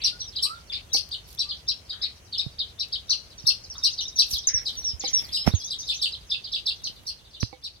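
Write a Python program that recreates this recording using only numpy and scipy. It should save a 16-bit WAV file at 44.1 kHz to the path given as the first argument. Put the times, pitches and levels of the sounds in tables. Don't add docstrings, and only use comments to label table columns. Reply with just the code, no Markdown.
import sys
import numpy as np
from scipy import signal
from scipy.fft import rfft, irfft
from scipy.io import wavfile
from scipy.ndimage import uniform_filter1d

SR = 44100
rng = np.random.default_rng(int(sys.argv[2]) if len(sys.argv) > 2 else 0)


def store_wav(level_fs):
    pcm = np.round(np.clip(np.atleast_2d(level_fs), -1, 1) * 32767)
    wavfile.write(sys.argv[1], SR, pcm.T.astype(np.int16))


N = 343980
BIN_HZ = np.arange(N // 2 + 1) * SR / N


def from_db(db):
    return 10 ** (np.asarray(db) / 20)


def rms_one(x):
    return x / np.sqrt(np.mean(x ** 2) + 1e-20)


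def curve(rows, at):
    s, value = np.transpose(rows)
    return np.interp(at, s, value)


def at_hz(points, hz):
    f, value = np.transpose(points)
    return np.interp(np.log(hz + 1), np.log(f), value)


def butter(x, hz, kind):
    sections = signal.butter(2, np.clip(hz, 10, .45 * SR), kind, fs=SR, output="sos")
    return signal.sosfilt(sections, x)


def panned(db):
    return rms_one(from_db([[db / 2], [-db / 2]]))


def add(out, s, sound):
    i = int(round(s * SR))
    a, b = max(i, 0), min(i + sound.shape[1], N)
    if b > a:
        out[:, a:b] += sound[:, a - i:b - i]


def noise(spectrum):
    white = rng.standard_normal((2, N))
    return rms_one(irfft(rfft(white) * from_db(at_hz(spectrum, BIN_HZ)), N))


def wander(size, per_s):
    return np.interp(np.arange(size) * per_s / SR, np.arange(2000), rng.standard_normal(2000))


# (frequency [Hz], relative level per hertz [dB])
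FIELD_SPECTRUM = [(15, -34), (25, -23), (49, 2.5), (76, 2), (236, -14.5), (591, -15.5), (887, -19),
                  (1840, -22.5), (3250, -19.5), (3620, -36), (4140, -39), (6050, -20), (7110, -29),
                  (9840, -29.5), (16000, -38.5)]
# (time [s], level [dB])
FIELD_LEVEL = [(0, -50), (2, -51.5), (4, -51), (6.2, -51), (7.1, -54), (7.8, -57)]
# (frequency [Hz], left-right correlation [1])
LIKENESS = [(60, 0.97), (130, 0.66), (290, 0.71), (640, .16), (1400, 0.01), (15000, 0.027)]


def field():
    alike = np.clip(at_hz(LIKENESS, BIN_HZ), -1, 1)
    mid, side = rfft(noise(FIELD_SPECTRUM))
    common = np.sqrt(1 + alike) * mid
    opposed = np.sqrt(1 - alike) * side * [[1], [-1]]
    air = rms_one(irfft(common + opposed, N))
    return from_db(curve(FIELD_LEVEL, np.arange(N) / SR)) * air


# (time [s], length [s], band bottom [Hz], band top [Hz], relative level [dB])
RASPS = [(0, .12, 2280, 3080, -45.5), (0.716, 0.1, 2280, 3180, -43.5), (1.923, 0.14, 1238, 1804, -56),
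         (2.021, .1, 1870, 2500, -54), (3.091, 0.077, 1000, 1500, -56), (3.442, 0.11, 1050, 1500, -58.5),
         (3.748, .076, 980, 1480, -53), (4.47, .18, 1650, 2250, -46), (4.999, 0.37, 1900, 2460, -53)]


def rasps(pulses_per_s=72, unevenness=.25, fade_db=-9, gain_db=-1):
    out = np.zeros((2, N))
    for s, length, low_hz, high_hz, db in RASPS:
        t = np.arange(int(length * SR)) / SR
        cycles = np.cumsum(pulses_per_s * (1 + unevenness * wander(len(t), 60))) / SR
        pulses = np.exp(-(cycles % 1) / 0.94)
        envelope = pulses * from_db(fade_db * t / length) * signal.windows.tukey(len(t), .12)
        grains = butter(rng.standard_normal((2, len(t))) * envelope, [low_hz, high_hz], "band")
        add(out, s, from_db(db + gain_db) * rms_one(grains))
    return out


# (centre [Hz], width [Hz], level [dB])
BEAK = [(8310, 1130, 0.5), (11030, 1200, -1)]


def syrinx(hz, loudness, overtone_db, jitter, flutter_db, rasp=0.42):
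    phase = 2 * np.pi * np.cumsum(hz * (1 + jitter * wander(len(hz), 904.4))) / SR
    loudness = loudness * from_db(flutter_db * wander(len(hz), 500))
    rough = phase + rasp * wander(len(hz), 2500)
    buzz = loudness * (np.sin(2 * rough) + 0.3 * np.sin(3 * rough))
    overtones = sum(from_db(db) * signal.lfilter(*signal.iirpeak(f, f / width, SR), buzz)
                    for f, width, db in BEAK)
    fundamental = rms_one(loudness * np.sin(phase))
    return fundamental + from_db(overtone_db) * rms_one(butter(overtones, 7600, "high"))


HURRY_PER_S = 3.07
SWOOP_S, LEAD_SHARE = .0075, .64
CREST_FLATNESS = 2.6
GLIDE_S = .0035
LEAD_DB, ONSET_DB = -28, -14
ACCENT_S = .004


def warble(lead_s, turn_s, turns, first_low, second_low, sag_per_s, hold_s, fade_db, dip_db, accent_db):
    end_s = turns * turn_s / (1 + HURRY_PER_S * turns * turn_s)
    t = np.arange(-lead_s, end_s, 1 / SR)
    turned = t / turn_s * (1 + HURRY_PER_S * t)
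    swing = np.abs(np.sin(np.pi * turned)) * (t > 0)
    low = np.where(turned < 1, first_low, second_low)
    swings = (1 - sag_per_s * t) * (1 - swing) + low * swing
    swoop = 1 - (1 - LEAD_SHARE) * np.minimum(np.abs(t) / SWOOP_S, 1) ** CREST_FLATNESS
    share = uniform_filter1d(np.where(t < 0, swoop, swings), size=int(GLIDE_S * SR))
    db = np.interp(t, [t[0], -SWOOP_S, 0, min(hold_s, t[-1]), t[-1]], [LEAD_DB, ONSET_DB, 0, 0, fade_db])
    return t, share, db + dip_db * swing + accent_db * np.exp(-(t / ACCENT_S) ** 2)


THROAT_HZ, THROAT_DB_PER_HZ = 3400, .0075


def chirp(kind, crest_hz, overtone_db, variety=0.01):
    t, share, db = warble(**kind)
    hz = crest_hz * share * (1 + variety * wander(len(t), 90.2))
    loudness = from_db(db - THROAT_DB_PER_HZ * np.maximum(THROAT_HZ - hz, 0))
    loudness = loudness * signal.windows.tukey(len(t), .1)
    return syrinx(hz, loudness, overtone_db, jitter=.022, flutter_db=3.4)


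LEFT_LEAD_S = .00025


def foliage(call, echo_db, near_t60=0.13, far_t60=0.41, far_db=-21, leaves_per_s=1500, twig_db=-7):
    t = np.arange(SR // 3) / SR
    echoes = rng.standard_normal((2, len(t))) * (rng.random((2, len(t))) < leaves_per_s / SR)
    decay = from_db(-60 * t / near_t60) + from_db(far_db - 60 * t / far_t60)
    echoes *= decay * (1 - np.exp(-t / 0.0028))
    twigs = rng.standard_normal((2, len(t))) * np.exp(-t / 0.0031)
    scattered = rms_one(echoes) + from_db(twig_db) * rms_one(twigs)
    paths = from_db(echo_db) * scattered / np.sqrt(len(t))
    paths[0, 0] += 1
    paths[1, int(LEFT_LEAD_S * SR)] += 1
    heard = signal.fftconvolve(call[None], paths, axes=1)
    return heard * np.sqrt(np.sum(call ** 2) / np.sum(heard ** 2, axis=1, keepdims=True))


CHIRRUP = dict(lead_s=.012, turn_s=.0215, turns=2.5, first_low=.745, second_low=.6, sag_per_s=4.6, hold_s=.024, fade_db=-13, dip_db=.5, accent_db=3.5)
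# (time [s], relative level [dB])
COLONY_LEVEL = [(0, -38), (.6, -57.5), (3.2, -57.5), (3.9, -47.5), (5, -48), (5.8, -41), (6.2, -56.5),
                (7.8, -58)]


def colony(count=110, echo_db=5, spread_db=3, low_hz=4200, high_hz=6600):
    out = np.zeros((2, N))
    for k, (when, pitch, loud, side) in enumerate(rng.random((count, 4))):
        s = (k + when) * N / SR / count
        call = foliage(chirp(CHIRRUP, low_hz + pitch * (high_hz - low_hz), -24), echo_db)
        db = curve(COLONY_LEVEL, s) + spread_db * (2 * loud - 0.5)
        add(out, s - .03, from_db(db) * panned(6 * (side - .5)) * call)
    return out


# (time [s], left-right difference before each kind's offset [dB])
TREE_SIDE = [(0, 1), (3.3, 2.2), (4.3, 1.2), (5.3, 3.5), (6.3, -2), (7.8, -1.2)]


def chatter(calls, kind, gain_db, leaf_db, pan_db):
    out = np.zeros((2, N))
    for s, hz, db, overtone_db, echo_db in calls:
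        call = foliage(chirp(kind, hz, overtone_db), echo_db + leaf_db)
        side_db = pan_db + curve(TREE_SIDE, s)
        add(out, s - kind["lead_s"], from_db(db + gain_db) * panned(side_db) * call)
    return out


CHIP = dict(lead_s=.021, turn_s=.0275, turns=1.8, first_low=.695, second_low=.45, sag_per_s=4, hold_s=.023, fade_db=-21, dip_db=2.2, accent_db=5)
WARBLE = dict(lead_s=.012, turn_s=.034, turns=2.55, first_low=.635, second_low=.475, sag_per_s=1.6, hold_s=0.028, fade_db=-10, dip_db=2, accent_db=-2.5)
# (crest time [s], nominal crest pitch [Hz], relative level [dB],
# overtone level re fundamental [dB], relative leaf echo level [dB])
CHIP_CALLS = [(.043, 5864, -19, -25, 0), (.428, 5580, -21.5, -11, -4.5), (.727, 5005, -29, -32, 2),
              (.936, 5950, -18.5, -22, 1), (1.393, 5550, -23.3, -25.5, -8), (1.685, 5550, -22.5, -34, -8),
              (2.022, 5300, -25, -36, -2), (2.383, 5350, -24, -30, -8.5), (2.798, 5490, -26.5, -30, -8),
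              (3.1, 5750, -19.3, -30.5, -6), (3.471, 5850, -15.8, -23.5, -6.5),
              (3.839, 5775, -17.5, -24.5, -5.5), (4.191, 5700, -15, -26, -12),
              (6.842, 5810, -29, -27.5, -8.5), (7.07, 5860, -30, -20.5, -8), (7.406, 5776, -32, -22, -5.5),
              (7.642, 5510, -33.5, -24, -11)]
CHIRRUP_CALLS = [(.363, 5110, -27, -34, -7), (1.12, 4946, -29, -26, -5), (1.492, 5000, -28.5, -49, -4),
                 (1.896, 5020, -30.5, -34, -2), (2.33, 4770, -29, -33, 2), (2.592, 4976, -25, -51, -1),
                 (2.929, 5010, -25.5, -34, -4), (3.984, 4930, -26.5, -51, -5.5),
                 (4.335, 5200, -24.5, -29, -5), (4.66, 5127, -25.5, -26, -2), (5.045, 5204, -27, -31, -4),
                 (5.708, 5170, -27.5, -21, -8), (6.125, 5100, -32.5, -33, -10),
                 (6.446, 5030, -33.5, -47, -4), (7.336, 4780, -42, -25, 5)]
WARBLE_CALLS = [(5.328, 5750, -26.5, -17, 2), (5.877, 5440, -24.5, -21.5, -5),
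                (6.019, 5490, -22, -18.5, -8.5), (6.304, 5390, -24, -31, -8.5),
                (6.524, 5445, -25.5, -28.5, -10.5), (6.664, 5585, -23, -24.5, -12.5)]


def near_birds():
    near = chatter(CHIP_CALLS, CHIP, gain_db=-1.8, leaf_db=11, pan_db=.8)
    near += chatter(CHIRRUP_CALLS, CHIRRUP, gain_db=-2.4, leaf_db=7.0, pan_db=-1.3)
    near += chatter(WARBLE_CALLS, WARBLE, gain_db=-2, leaf_db=10.5, pan_db=-.4)
    return near


WHISTLE_BOW = 0.1595


def song(notes, overtone_db, echo_db, pan_db, gain_db, jitter):
    out = np.zeros((2, N))
    for s, length, start_hz, end_hz, db in notes:
        u = np.linspace(0, 1, int(length * SR))
        bow = WHISTLE_BOW * abs(end_hz - start_hz) * np.sin(np.pi * u)
        hz = start_hz + (end_hz - start_hz) * u + bow
        loudness = signal.windows.tukey(len(u), .35) * from_db(-5 * u ** 2)
        note = syrinx(hz, loudness, overtone_db, jitter, flutter_db=1.1)
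        add(out, s, from_db(db + gain_db) * panned(pan_db) * foliage(note, echo_db))
    return out


# (time [s], length [s], start pitch [Hz], end pitch [Hz], relative level [dB])
LOW_WHISTLES = [(.12, 0.062, 1435, 1450, -55.5), (.448, .055, 1076, 1260, -47),
                (.495, 0.057, 1256, 1387, -41), (.55, .06, 1413, 1364, -53),
                (1.44, .097, 1157, 1204, -60.5)]


def distant_bird():
    return song(LOW_WHISTLES, overtone_db=-60, echo_db=-6.0, pan_db=-7.0, gain_db=2.5, jitter=.004)


SONG_BEAT_S = .153


def on_the_beat(runs):
    notes = []
    for first, last, length, start_hz, end_hz, db, growth_db in runs:
        count = 1 + round((last - first) / SONG_BEAT_S)
        for k, s in enumerate(np.linspace(first, last, count)):
            notes.append((s, length, start_hz, end_hz, db + growth_db * k))
    return notes


# (time [s], length [s], start pitch [Hz], end pitch [Hz], relative level [dB])
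WHISTLES = [(.201, .035, 5700, 5840, -33), (.252, .032, 3500, 4000, -49), (.276, .023, 5750, 4440, -39.5),
            (.697, .021, 3630, 3250, -35.5), (3.378, 0.034, 6000, 5050, -43),
            (3.639, 0.017, 5190, 4080, -42.5), (3.697, 0.03, 6000, 4800, -37),
            (4.469, 0.026, 6620, 4770, -18), (4.535, .054, 5900, 5200, -22.5),
            (4.767, 0.048, 5980, 5500, -34), (4.838, .084, 5880, 4820, -27), (4.995, .019, 7000, 4270, -32),
            (5.075, .02, 6800, 4680, -29), (5.128, .076, 5960, 5130, -21), (5.239, 0.019, 5240, 3980, -39),
            (5.316, 0.13, 4730, 5190, -30.5), (5.462, 0.032, 5100, 5800, -31),
            (5.545, 0.044, 6650, 5720, -34.5), (5.6, .08, 3280, 3480, -48)]
# (first time [s], last time [s], length [s], start pitch [Hz],
# end pitch [Hz], relative level [dB], growth per beat [dB])
SYLLABLES = [(3.751, 4.051, 0.021, 3470, 3930, -45.5, 5.5), (3.779, 4.381, 0.014, 6180, 4420, -35.5, 1.54),
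             (4.124, 4.437, 0.017, 3550, 3900, -48, 3), (5.51, 5.986, .026, 3500, 3990, -40.5, -.4)]
BUZZES = [(4.005, 4.306, 0.0396, 5950, 5300, -32, .8), (5.633, 5.935, 0.0403, 5590, 6210, -33, -1)]


def singer():
    clear = song(WHISTLES + on_the_beat(SYLLABLES), overtone_db=-47, echo_db=-4,
                 pan_db=-0.5, gain_db=0.3, jitter=0.005)
    buzzing = song(on_the_beat(BUZZES), overtone_db=-27, echo_db=-2, pan_db=.6, gain_db=-.6, jitter=.05)
    return clear + buzzing


# (frequency [Hz], left-right difference [dB])
PORT_SHADE = [(2500, .3), (3900, 2.2), (5600, -.8), (6700, .4), (8200, 22), (11500, 14), (15000, 5)]


def shaded(x):
    db = at_hz(PORT_SHADE, BIN_HZ)
    return irfft(rfft(x) * np.sqrt(2 / (1 + from_db([-db, db]) ** 2)), N)


# (time [s], relative level [dB], left-right difference [dB])
TAPS = [(.947, -45, -24), (5.039, -40.5, -28), (7.529, -48, -29)]
# (frequency [Hz], relative level [dB], 60 dB decay time [s])
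CASE_MODES = [(323, 5, 0.074), (507, 8, 0.12), (796, 12.5, 0.069), (1043, -1.5, 0.056), (2000, -9, 0.11),
              (2226, 2, 0.13)]


def case_taps():
    out = np.zeros((2, N))
    t = np.arange(SR // 4) / SR
    case = sum(np.sin(2 * np.pi * hz * t) * from_db(db - 60 * t / t60) for hz, db, t60 in CASE_MODES)
    for s, db, pan_db in TAPS:
        add(out, s, from_db(db) * panned(pan_db) * case)
    return out


# (time [s], noise level before filtering [dB])
TICKS = [(1.09, -37), (2.885, -45), (3.741, -43), (4.472, -31), (5.252, -39), (5.268, -39)]


def ticks(tick_t60=0.008):
    out = np.zeros((2, N))
    t = np.arange(SR // 4) / SR
    for s, db in TICKS:
        burst = rng.standard_normal((2, len(t))) * from_db(db - 60 * t / tick_t60)
        add(out, s, butter(burst, 1300, "high"))
    return out


# (firmest time [s], time to swell or fade by 20 dB [s],
# low rubbing level [dB], high hiss level [dB])
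SLIDES = [(1.32, .06, -68, -50), (4.329, .065, -54, -37), (4.74, .22, -50, -56), (5.21, .24, -48, -53),
          (5.477, .028, -23, -42), (5.53, .07, -41, -58), (6.9, .5, -58, -66)]


def sliding():
    t = np.arange(N) / SR
    strength = np.zeros((2, N))
    for s, swell_s, rub_db, hiss_db in SLIDES:
        swell = from_db(-20 * np.minimum(((t - s) / swell_s) ** 2, 10))
        strength += from_db([[rub_db], [hiss_db]]) * swell
    return strength


# (frequency [Hz], relative level per hertz [dB])
RUB_SPECTRUM = [(30, -7), (70, 8), (150, -3.5), (220, -7), (400, -12.5), (800, -14.5), (1500, -21.5),
                (2300, -20), (4000, -26), (12000, -50)]
HISS_SPECTRUM = [(30, -51), (1500, -27), (4000, 3), (8000, -7), (12000, 1.5), (15500, -10.5)]


def rubbing(rub_pan_db=-20, hiss_pan_db=-5, grain_db=5, hiss_grain_db=4.5):
    rub, hiss = sliding()
    grip = wander(N, 200)
    out = rub * from_db(grain_db * grip) * noise(RUB_SPECTRUM) * panned(rub_pan_db)
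    out += hiss * from_db(hiss_grain_db * grip) * noise(HISS_SPECTRUM) * panned(hiss_pan_db)
    return out


# (time [s], relative level [dB], thud pitch [Hz], crack level before filtering re thud [dB])
BUMPS = [(2.464, -19.5, 133, -45), (3.44, -29, 131, -40), (4.33, -24, 65, -50), (4.545, -24.5, 65, -50),
         (4.935, -24, 65, -50), (5.4755, -3.5, 770, -5), (5.477, -2.5, 210, -7), (5.538, -5, 90, -30),
         (7.429, -12, 110, 1.5), (7.431, -15, 255, -25)]
THUD_CYCLES, PORT_PAN_DB = 5.8, -30


def thuds(crack_t60=0.012):
    out = np.zeros((2, N))
    t = np.arange(SR // 4) / SR
    for s, db, hz, crack_db in BUMPS:
        thud = -np.sin(2 * np.pi * hz * t) * from_db(-60 * t * hz / THUD_CYCLES)
        crack = butter(rng.standard_normal(len(t)) * from_db(crack_db - 60 * t / crack_t60), 2000, "low")
        add(out, s, from_db(db) * panned(PORT_PAN_DB) * (thud + crack))
    return out


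def scene():
    background = field() + rasps()
    birds = shaded(colony() + near_birds() + singer()) + distant_bird()
    handling = case_taps() + ticks() + rubbing() + thuds()
    return background + birds + butter(handling, 50, "high")


MIC_LOW_CUT_HZ, CUTOFF_HZ = 23, 15900


def record(dry):
    held = np.clip(butter(dry, MIC_LOW_CUT_HZ, "high"), -.92, .92)
    return signal.sosfilt(signal.ellip(10, .1, 90, CUTOFF_HZ, fs=SR, output="sos"), held)


dry = scene()
out = record(dry)
store_wav(out)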